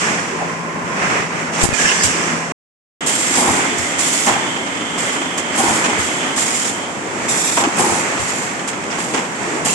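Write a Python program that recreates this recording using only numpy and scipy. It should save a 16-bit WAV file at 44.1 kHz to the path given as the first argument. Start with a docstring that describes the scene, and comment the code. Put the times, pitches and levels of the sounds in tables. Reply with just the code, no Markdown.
"""A forming mould drones and vents air in a factory hall, then slams shut with a blast that pops the left
microphone port. After half a second of silence this plastic thermoforming line is heard at its stacker.
The press works in a 2.2 s cycle: it vents air, slides, drops rattling cups and thumps its frame.
The stacker's carriage keeps its own 3.3 s cycle of hissing valves and slides knocking on their stops.
Underneath, the conveyor and the hall drone on."""
import sys
import numpy as np
from scipy import signal
from scipy.fft import rfft, irfft, next_fast_len
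from scipy.io import wavfile
from scipy.ndimage import uniform_filter1d, map_coordinates

SR = 44100
rng = np.random.default_rng(int(sys.argv[2]) if len(sys.argv) > 2 else 0)


def wrap_up_sound(samples):
    """Save the sound to the file named by the first command line argument, as 16-bit audio."""
    columns = np.atleast_2d(samples).T
    # keep every value between -1 and 1, then stretch to whole-number steps
    tamed = np.clip(columns, -1, 1)
    steps = np.round(tamed * 32767).astype(np.int16)
    wavfile.write(sys.argv[1], SR, steps)


N = 429534
T = np.arange(N) / SR
SILENCE_START_S, SILENCE_END_S = 2.521, 3.008
POP_S, PRESSURE_RISE_S, CHOKE_ONSET_S = .0024, .0046, .014
MODE_SPREAD = .022  # share by which a body's pitches vary from blow to blow
TOP_HZ = 11700

# starts of the mould, press and carriage cycles: t/s, level/dB
CYCLES = {"mould": [(-0.624, 0), (1.557, -1.4)], "press": [(3.366, 0.4), (5.571, 0.5), (7.78, -0.6)],
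          "carriage": [(3.064, 1.7), (6.363, 0.93), (9.65, 1.2)]}
# The next seven cue lists count from the start of the named cycle; "once" rows are in scene time.
# strokes of the mould's platens and sheet feed: t/s at full speed, level/dB, half length/s
PLATEN_STROKES = {"mould": [(.28, -19.5, .13), (.675, -20, 0.15), (1.08, -30, 0.11), (1.53, -34, 0.033),
                  (1.73, -18, 0.11), (2.03, -25, 0.077), (2.22, -24.5, 0.034)]}
# strokes of the slides along their rails: t/s at full speed, level/dB, half length/s
SLIDE_STROKES = {"press": [(-.005, -23, 0.026), (.25, -21, 0.17), (.64, -26, 0.13), (1.1, -35.5, .1),
                 (1.73, -25, .11)], "carriage": [(.1, -30.5, 0.18), (1.38, -27.5, 0.091),
                 (2.62, -28.5, 0.042)]}
# air venting from the mould: t/s, level/dB, open/s, pressure fall/(dB/s), t60/s after closing
VENTS = {"mould": [(.19, -16, 0.48, 18, 1.43), (1.99, -35, .03, 10, .6), (2.14, -24.5, .04, 0.5, .25),
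         (2.19, -21, 0.026, 6, .25)]}
# valve exhausts: t/s, level/dB, open/s, pressure fall/(dB/s), t60/s after closing, sizzle/dB re hiss
VALVES = {"press": [(-.018, -28, 0.026, 3.5, 0.35, -3), (.003, -21, 0.23, 19, 0.46, -2.5),
          (.41, -26, .16, 21, .6, -24)], "carriage": [(-.004, -21, 0.32, 7, 0.53, -10),
          (.92, -21, 0.31, 3, 0.36, -9), (1.912, -28, 0.17, 20, .55, -19),
          (2.309, -28, 0.01, 20, 0.15, -5)], "once": [(1.626, -19, 0.012, 24, 0.39, -0.5),
          (2.031, -14.5, 0.012, 39.5, 0.3, -8), (8.98, -29, 0.19, 18, 0.71, -10)]}
# cups being pushed and stacked: t/s, level/dB, hold/s, fall/(dB/s), boom/dB re ring
CUP_PUSHES = {"press": [(.004, -19.5, 0.142, 27.5, -4.5)], "carriage": [(1.201, -18, 0.056, 41.5, -10),
              (2.785, -30.5, 0.045, 30, 0)], "once": [(3.47, -24.5, .12, 9, -2.5)]}
# slides hitting their stops: t/s, level/dB, t60/s, click/dB re clank
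STOPS = {"carriage": [(.016, -26.5, .2, -9.5), (1.202, -17, 0.5, -19), (2.309, -26.5, .16, 1),
         (2.772, -17.5, 0.34, -16)], "once": [(1.584, -24.5, .1, -1), (1.606, -19.5, 0.12, 3),
         (1.728, -24, 0.2, 5.5), (3.34, -23.5, .3, -12), (4.33, -17, 0.126, -15), (5.84, -21, .2, -3),
         (6.21, -26, 0.57, -18.5), (7.625, -15.5, 0.16, -17), (7.765, -23, .25, -12),
         (8.91, -23, 0.45, -18), (9.130, -31, 0.25, 2), (9.157, -20.5, .25, -20), (9.653, -23, .1, -13)]}
# heavy strokes shaking the frame: t/s, level/dB
THUMPS = {"press": [(.11, -16.5), (.41, -17)], "once": [(2.04, -11.5), (4.3, -23.5)]}

# single hits: t/s, level/dB
CUP_CLACKS = [(1.586, -20.5), (1.641, -17), (3.381, -15.5), (3.425, -16), (3.444, -16.5), (3.487, -17.5),
              (3.527, -20.5), (4.272, -15.5), (4.302, -21), (5.577, -19), (5.595, -15), (5.634, -14),
              (5.655, -17), (5.679, -18), (7.575, -16), (7.599, -21), (7.624, -22), (7.793, -13),
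              (7.838, -16), (7.862, -18.5), (7.895, -21), (7.922, -15.5), (9.180, -18)]
STEEL_CLINKS = [(1.603, -25), (1.619, -20), (1.729, -18), (1.740, -15.5), (2.039, -24)]
SPOOL_KNOCKS = [(4.975, -21), (5.378, -19), (6.379, -13.5), (8.676, -21.5), (8.985, -15), (9.668, -16)]
# squeals and groans of air and guides: t/s, half length/s, f/Hz, width/Hz, glide/(Hz/s), level/dB
SQUEALS = [(0.345, 0.016, 403, 110, 0, -23.5), (0.42, 0.026, 785, 220, -1500, -23.5),
           (1.829, 0.055, 1680, 190, 0, -19.5), (1.951, 0.09, 1690, 260, 0, -23),
           (1.901, 0.047, 2800, 600, 2500, -21.5), (1.931, 0.12, 2110, 190, 2, -27),
           (2.014, 0.022, 4910, 400, 12000, -25), (2.2, 0.2, 333, 160, 0, -31),
           (1.812, .016, 6900, 380, 0, -26.5), (1.885, .025, 5400, 300, -0.5, -26),
           (2.062, .04, 7640, 260, 0.5, -23), (5.997, 0.12, 2120, 260, 2.5, -30),
           (7.668, 0.01, 291, 60, -3, -20), (8.918, 0.008, 5460, 1110, 0, -29),
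           (9.57, 0.077, 356, 130, -1, -29.5), (9.703, .04, 2750, 450, -6, -26.5)]
# air puffs on the left port: t/s, level/dB, half length/s
PUFFS = [(1.633, -15, 0.008), (1.848, -21, .012)]
# pops of the left diaphragm as the mould closes: t/s, level/dB, polarity, pressure before it/dB re pop
POPS = [(1.640, -1, 1, -1), (1.655, -1, -1, -11.5), (1.690, -2.5, -1, -12), (1.730, -4, 1, -11)]
# the overloaded left port goes deaf: t/s at its deepest, depth/dB, recovery/s
CHOKES = [(1.670, 28.5, .03), (1.739, 26, 0.055)]
# fader curve of the conveyor and hall drone at the stacker: t/s, level/dB
CONVEYOR_LEVEL = [(3, -28), (4.8, -28), (5.3, -26.5), (6.4, -28), (7, -25.5), (8.8, -28), (9.74, -25)]

# narrow resonances: f/Hz, width/Hz, level/dB
MOULD_WHINE = [(1030, 105, -35), (2150, 60, -49.5)]
DRIVE_WHIRR = [(273, 70, -35), (2096, 170, -34.5), (3135, 430, -32.5), (3476, 61, -40.5)]
CUP_RING = [(805, 100, -3.5), (955, 160, -6)]  # relative to the rattle
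SILENCER_PEAKS = [(3250, 300, 2), (5040, 650, 3), (6960, 200, 4.5), (7550, 180, 4.5), (8200, 300, 4),
                  (11040, 1200, 8.5)]  # boosts on the valves' hiss
# what struck bodies ring with: f/Hz, level/dB, t60/s
CUP_MODES = [(228.5, -8.5, 0.13), (338, -5.5, 0.15), (491, -10, 0.078), (684, -8.5, 0.072),
             (829, -2.5, 0.15), (940, -3, 0.11), (1054, -7.5, 0.1), (1270, -9, .05)]
STEEL_MODES = [(1712, -5, .07), (1950, -5, .05), (2130, -3.5, .12), (2347, 1, .08), (2568, -3.5, .06),
               (3456, -13.5, .05)]
FRAME_MODES = [(82.9, -0.5, 0.24), (96, -4, 0.22), (113, -1.5, .2), (205, -10, .12)]
VALVE_BLOCK_MODES = [(327, -9.5, 0.05), (847, -6.5, 0.052), (1104, -5, 0.045), (1730, -4.5, .028)]
# noise colours: f/Hz, level/dB
MOULD_DRONE = [(25, -33), (60, -15.5), (110, -1.5), (170, -0.5), (230, 2), (320, -3), (480, -3),
               (600, -4.5), (1000, -6.5), (2000, -9), (4000, -37), (12000, -37)]
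STACKER_DRONE = [(25, -51), (55, -17), (100, -3.5), (170, 0), (270, -0.5), (380, -2), (550, -4.5),
                 (900, -3.5), (2000, -14.5), (4000, -38), (12000, -70)]
SCRAPE = [(100, -17), (400, -5.5), (800, -5), (1300, 0.5), (2100, 1), (2600, -3), (3100, -11.5),
          (3900, -19.5), (6000, -17.5), (12000, -42.5)]
VENT_HISS = [(500, -30), (2000, -6), (3000, 2.5), (4000, -9.5), (5400, 0), (6800, 0), (8200, -1),
             (9600, -15), (11500, -16)]
EXHAUST_HISS = [(300, -4.5), (1000, -10), (2000, -0.5), (3200, -3.5), (4100, -6), (5200, -5), (6400, -1),
                (7500, 2), (8400, -1.5), (9800, -13.5), (11300, -14)]
JET_SIZZLE = [(4000, -18.5), (5300, 1), (7000, -5.5), (8900, 10.5), (9900, -0.5), (10700, 8.5),
              (11600, -0.5)]
CUP_RATTLE = [(300, -22), (500, -7.5), (690, -2.5), (800, -4), (950, 0), (1100, -1.5), (1300, -6),
              (2100, -11), (3800, -39), (10000, -39.5)]
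STACK_BOOM = [(60, -16.5), (150, -4), (225, 0.5), (290, 0), (350, 0), (450, -5.5), (700, -24), (2000, -60)]
CLANK = [(200, -1), (500, -2), (1000, 0), (1700, -0.5), (2500, -2), (3300, -6), (4000, -16), (7000, -13),
         (12000, -39.5)]
AIR_BUFFET = [(20, -5), (60, 2.5), (130, 0), (400, -6), (1500, -20), (6000, -40), (11000, -30)]
# stereo likeness of the two ports: f/Hz, correlation (capped at 1 in use)
PORT_LIKENESS = [(80, -0.5), (150, 1.1), (350, 0.85), (800, 0.42), (1100, 0.12), (1500, -0.33),
                 (2200, 0.03), (4000, 0), (9000, 0.02)]
# tone of each port: f/Hz, level/dB
LEFT_EQ = [(80, -2), (160, 1.5), (250, 1.3), (900, 1.03), (2200, -2.5), (5000, -1), (7500, 0.5),
           (11000, -2.5)]
RIGHT_EQ = [(50, -16), (90, -22.5), (125, -21), (165, -4), (250, 0.9), (900, 1.17), (2200, 1.5),
            (5000, 2.5), (7500, 5), (11000, -1.5)]


def mould():
    """The forming station: platens rumble, scrape and spill air; vents hiss over whine and motor hum."""
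    moving = motion(PLATEN_STROKES)
    drone = np.hypot(amp(-27), amp(-6) * moving) * rush(MOULD_DRONE) * rattle(rate=410, t60=.37)
    scrape = np.hypot(amp(-32), moving) * rush(SCRAPE) * rattle(rate=1300, t60=.11)
    vent_power = sum((amp(db) * burst(s, hold, fall, t60, rise=.024)) ** 2
                     for s, db, hold, fall, t60 in cues(VENTS))
    air = np.sqrt(vent_power + (amp(-12) * moving) ** 2 + amp(-41.5) ** 2) * rush(VENT_HISS)
    whine = sum(amp(db + 2.5 * wobble(6)) * tone(hz, width) for hz, width, db in MOULD_WHINE)
    return drone + scrape + air + whine + motor(hum_hz=167.4, db=-35)


def stacker():
    """The stacking station: a rumbling conveyor, air-driven slides and a drive whose whirr drops back."""
    moving = motion(SLIDE_STROKES)
    conveyor = amp(np.interp(T, *np.transpose(CONVEYOR_LEVEL)))
    drone = np.hypot(conveyor, amp(-6.5) * moving) * rush(STACKER_DRONE) * rattle(rate=450, t60=.43)
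    running = np.interp(T, [6.4, 7], [1, .25])
    sliding = np.hypot(amp(-30) * np.hypot(1, amp(-1.5) * running), amp(-1.5) * moving)
    scrape = sliding * rush(SCRAPE) * rattle(rate=860, t60=.42)
    leak = amp(-5.5) * sliding * rush(EXHAUST_HISS)  # the harder the slides run, the more air they spill
    whirr = running * sum(amp(db + 1.8 * wobble(7)) * tone(hz, width) for hz, width, db in DRIVE_WHIRR)
    return drone + scrape + leak + whirr


def valves():
    """Each valve spits as it opens, then hisses while the pressure falls; its sizzle dies first."""
    out = np.zeros((2, N + SR))
    for s, db, hold, fall, t60, sizzle_db in cues(VALVES):
        spit = amp(-1) * burst(0, .012, 0, t60 / 2, rise=.01, size=SR)
        flow = np.hypot(burst(0, hold, fall, t60, rise=.0026, size=SR), spit)
        sizzle = amp(sizzle_db) * flow ** 2 * rush(JET_SIZZLE, SR)
        place(out, s, amp(db) * (flow * jet(SR, echo_db=-11.5) + sizzle))
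    return out[:, :N] * amp(.6 * wobble(45)) * rattle(rate=2200, t60=.04)  # flutter and sputter


def jet(size, echo_db):
    """Hiss through a silencer; echoes off the nearest panels comb it differently for each valve."""
    lags_s = rng.uniform(.0004, .005, (3, 1))

    def gain(hz):
        boost_db = sum(db * bell(hz - centre, width / 2) for centre, width, db in SILENCER_PEAKS)
        comb = 1 + amp(echo_db) * np.cos(2 * np.pi * hz * lags_s).sum(0)
        return colour(EXHAUST_HISS, hz) * amp(boost_db) * comb
    return diffuse(gain, size)


def cups():
    """Thin cups strike one another in a quick hollow rattle, and their stack booms."""
    ring_power, boom_power = np.zeros((2, N))
    for s, db, hold, fall, boom_db in cues(CUP_PUSHES):
        push = amp(db) * burst(s, hold, fall, t60=.45, rise=.0067)
        ring_power += push ** 2
        boom_power += (push * amp(boom_db)) ** 2
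    hollow = unit(rush(CUP_RATTLE) + sum(amp(db) * tone(hz, width) for hz, width, db in CUP_RING))
    boom = np.sqrt(boom_power) * rush(STACK_BOOM)
    return (np.sqrt(ring_power) * hollow + boom) * rattle(rate=380, t60=.069)


def clacks():
    """The hardest blows ring single cups."""
    return blows(CUP_CLACKS, CUP_MODES, attack_s=.0015)


def clinks():
    """Steel parts meet and ring as the mould closes and locks."""
    return blows(STEEL_CLINKS, STEEL_MODES, attack_s=.0004)


def stops():
    """A slide lands with a chattering clank and a bright click."""
    clank_power, click_power = np.zeros((2, N))
    for s, db, t60, click_db in cues(STOPS):
        blow = amp(db) * burst(s, .013, 0, t60, rise=.0057)
        clank_power += blow ** 2
        click_power += (blow * amp(click_db)) ** 2
    clank = np.sqrt(clank_power) * rush(CLANK)
    click = np.sqrt(click_power) * rush(EXHAUST_HISS)
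    return (clank + click) * rattle(rate=680, t60=.033)


def thumps():
    """The frame booms after each heavy stroke."""
    return blows(cues(THUMPS), FRAME_MODES, attack_s=.018)


def knocks():
    """A spool hits the end of its travel and briefly rings the valve block."""
    out, t = np.zeros(N), T[:SR // 20]
    for s, level_db in SPOOL_KNOCKS:
        for hz, db, t60 in VALVE_BLOCK_MODES:
            place(out, s, amp(level_db + db - 60 * t / t60) * np.sin(2 * np.pi * hz * t))
    return out


def squeals():
    """Narrow resonances swell and fade, roughened by sticking and slipping; some glide in pitch."""
    out, t = np.zeros((2, N + SR)), T[:SR] - .5
    for s, half, hz, width, glide, db in SQUEALS:
        ring = signal.hilbert(tone(hz, width, size=SR)) * np.exp(1j * np.pi * glide * t ** 2)
        place(out, s, amp(db) * bell(t, half, power=4) * ring.real)
    centred = out[:, SR // 2:][:, :N]  # each swell peaks on its cue
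    return centred * rattle(rate=500, t60=.035)


def puffs():
    """Blown air hits only the left port: turbulence, and pressure that builds and lets go with a pop."""
    out = sum(amp(db) * bell(T - s, half) for s, db, half in PUFFS) * rush(AIR_BUFFET)
    for s, db, polarity, pressure_db in POPS:
        age = np.abs(T - s) / POP_S
        pressure = amp(pressure_db) * np.exp(-((T - s) / PRESSURE_RISE_S) ** 2)
        out[0] += np.sign(polarity) * amp(db) * np.where(T < s, -pressure, (1 - age) * np.exp(-age))
    return out * [[1], [0]]


def choke():
    """Gain of the two ports: the blast pins the left diaphragm, which then frees itself."""
    loss_db = sum(np.interp(T, [s - CHOKE_ONSET_S, s, s + recovery], [0, depth_db, 0])
                  for s, depth_db, recovery in CHOKES)
    return amp(-loss_db * np.array([[1], [0]]))


def motor(hum_hz, db):
    """A motor's steady hum, drifting slightly in phase and strength."""
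    return amp(db + 1.5 * wobble(12)) * unit(np.sin(2 * np.pi * hum_hz * T + .5 * wobble(10)))


def clatter():
    """Loose parts of the line knock lightly at random."""
    return amp(-36.5) * rattle(rate=9, t60=.11) * rush(CLANK)


def blows(hits, modes, attack_s):
    """Single blows on a body; no two ring quite alike, and the higher modes spread in stereo."""
    out, t = np.zeros((2, N + SR)), T[:SR // 2]
    hz, db, t60 = np.transpose(modes)[:, :, None]
    for s, level_db in hits:
        detune, strength, phase, skew = rng.standard_normal((4, *hz.shape))
        port_phase = np.multiply.outer([1, -1], skew * stereo_angle(hz))
        decay = amp(level_db + db + 2.1 * strength - 60 * t / t60)
        ring = decay * np.sin(2 * np.pi * (hz * (1 + MODE_SPREAD * detune) * t + phase) + port_phase)
        place(out, s, ring.sum(1) * (1 - np.exp(-t / attack_s)))
    return out[:, :N]


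def cues(table):
    """A cue list's rows, repeated in every cycle they belong to, in scene time."""
    return [(start + s, db + cycle_db, *rest) for name, rows in table.items()
            for start, cycle_db in CYCLES.get(name, [(.00038, .004)])
            for s, db, *rest in rows if start + s < T[-1]]


def motion(strokes):
    """Strength of the sliding: each stroke speeds up and slows down in a bell shape."""
    return np.sqrt(sum(amp(db) ** 2 * bell(T - s, half, power=4) for s, db, half in cues(strokes)))


def burst(s, hold, fall, t60, rise, size=N):
    """Envelope that rises at s, sags by fall dB a second while held, then dies away in the hall."""
    t = np.maximum(T[:size] - s, 0)
    tail_db = 60 * np.clip(t - hold, 0, 2 * t60) / t60
    return (1 - np.exp(-t / rise)) * amp(-fall * np.minimum(t, hold) - tail_db)


def rattle(rate, t60):
    """Grainy envelope of rms 1: rate small impacts a second, of random size, each ringing briefly."""
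    chance, size = rng.random((2, N))
    energy = (chance < rate / SR) * size
    return unit(np.sqrt(signal.lfilter([1], [1, -amp(-60 / t60 / SR) ** 2], energy)))


def wobble(rate):
    """A smooth random curve, rate knots a second."""
    return map_coordinates(rng.standard_normal(int(N * rate / SR) + 4), [T * rate])


def rush(spectrum, size=N):
    """Broad noise of the given colour."""
    return diffuse(lambda hz: colour(spectrum, hz), size)


def tone(centre_hz, width_hz, size=N):
    """A narrow resonance kept ringing by turbulence."""
    return diffuse(lambda hz: bell(hz - centre_hz, width_hz / 2), size)


def diffuse(gain, size):
    """Stereo noise of rms 1, shaped by gain(hz): centred in the upper bass, wide in the treble."""
    m = next_fast_len(size, True)
    hz = np.fft.rfftfreq(m, 1 / SR)
    angle = stereo_angle(hz)
    spectra = rfft(rng.standard_normal((2, m))) * gain(hz)
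    mid, side = irfft(spectra * [np.cos(angle), np.sin(angle)], m)[:, :size]
    return unit(np.array([mid + side, mid - side]))


def stereo_angle(hz):
    """Mid/side angle in radians that gives the ports their likeness."""
    return np.arccos(np.clip(along(PORT_LIKENESS, hz), -1, 1)) / 2


def colour(spectrum, hz):
    """Gain of a noise colour, rolled off below its first point."""
    return amp(along(spectrum, hz)) * np.minimum(hz / spectrum[0][0], 1) ** 2


def along(points, hz):
    """Points (f/Hz, value) read on a log axis."""
    f, values = np.transpose(points)
    return np.interp(np.log(hz + 1), np.log(f), values)


def bell(offset, half, power=2):
    """A hump of height 1, down to one half at an offset of half."""
    return 1 / (1 + np.abs(offset / half) ** power)


def place(track, s, sound):
    """Mix a sound into a track at s seconds."""
    track[..., round(s * SR):][..., :sound.shape[-1]] += sound


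def amp(db):
    """Decibels to gain."""
    return 10 ** (np.asarray(db) / 20)


def unit(x):
    """Scaled to rms 1."""
    return x / np.sqrt(np.mean(x ** 2) + 1e-20)


def scene():
    """Each station is heard in turn, with the strokes of the machine on top."""
    station = np.where(T < (SILENCE_START_S + SILENCE_END_S) / 2, mould(), stacker())
    struck = clacks() + clinks()
    machine = station + clatter() + valves() + knocks() + cups() + struck + stops() + thumps() + squeals()
    return machine * choke() + puffs()


def record(dry):
    """Each port gets its tone, peaks are rounded, the sound stops between stations, the top is cut."""
    m = next_fast_len(N + SR // 2, True)
    hz = np.fft.rfftfreq(m, 1 / SR)
    toned = irfft(rfft(dry, m) * amp([along(LEFT_EQ, hz), along(RIGHT_EQ, hz)]), m)[:, :N]
    rounded = toned / (1 + (toned / .8) ** 6) ** (1 / 6)
    gate = uniform_filter1d(1.0 * ((T < SILENCE_START_S) | (T > SILENCE_END_S)), size=64)
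    high_cut = 1 / (1 + (hz / TOP_HZ) ** 200)
    return irfft(rfft(rounded * gate, m) * high_cut, m)[:, :N]


dry = scene()
out = record(dry)
wrap_up_sound(out)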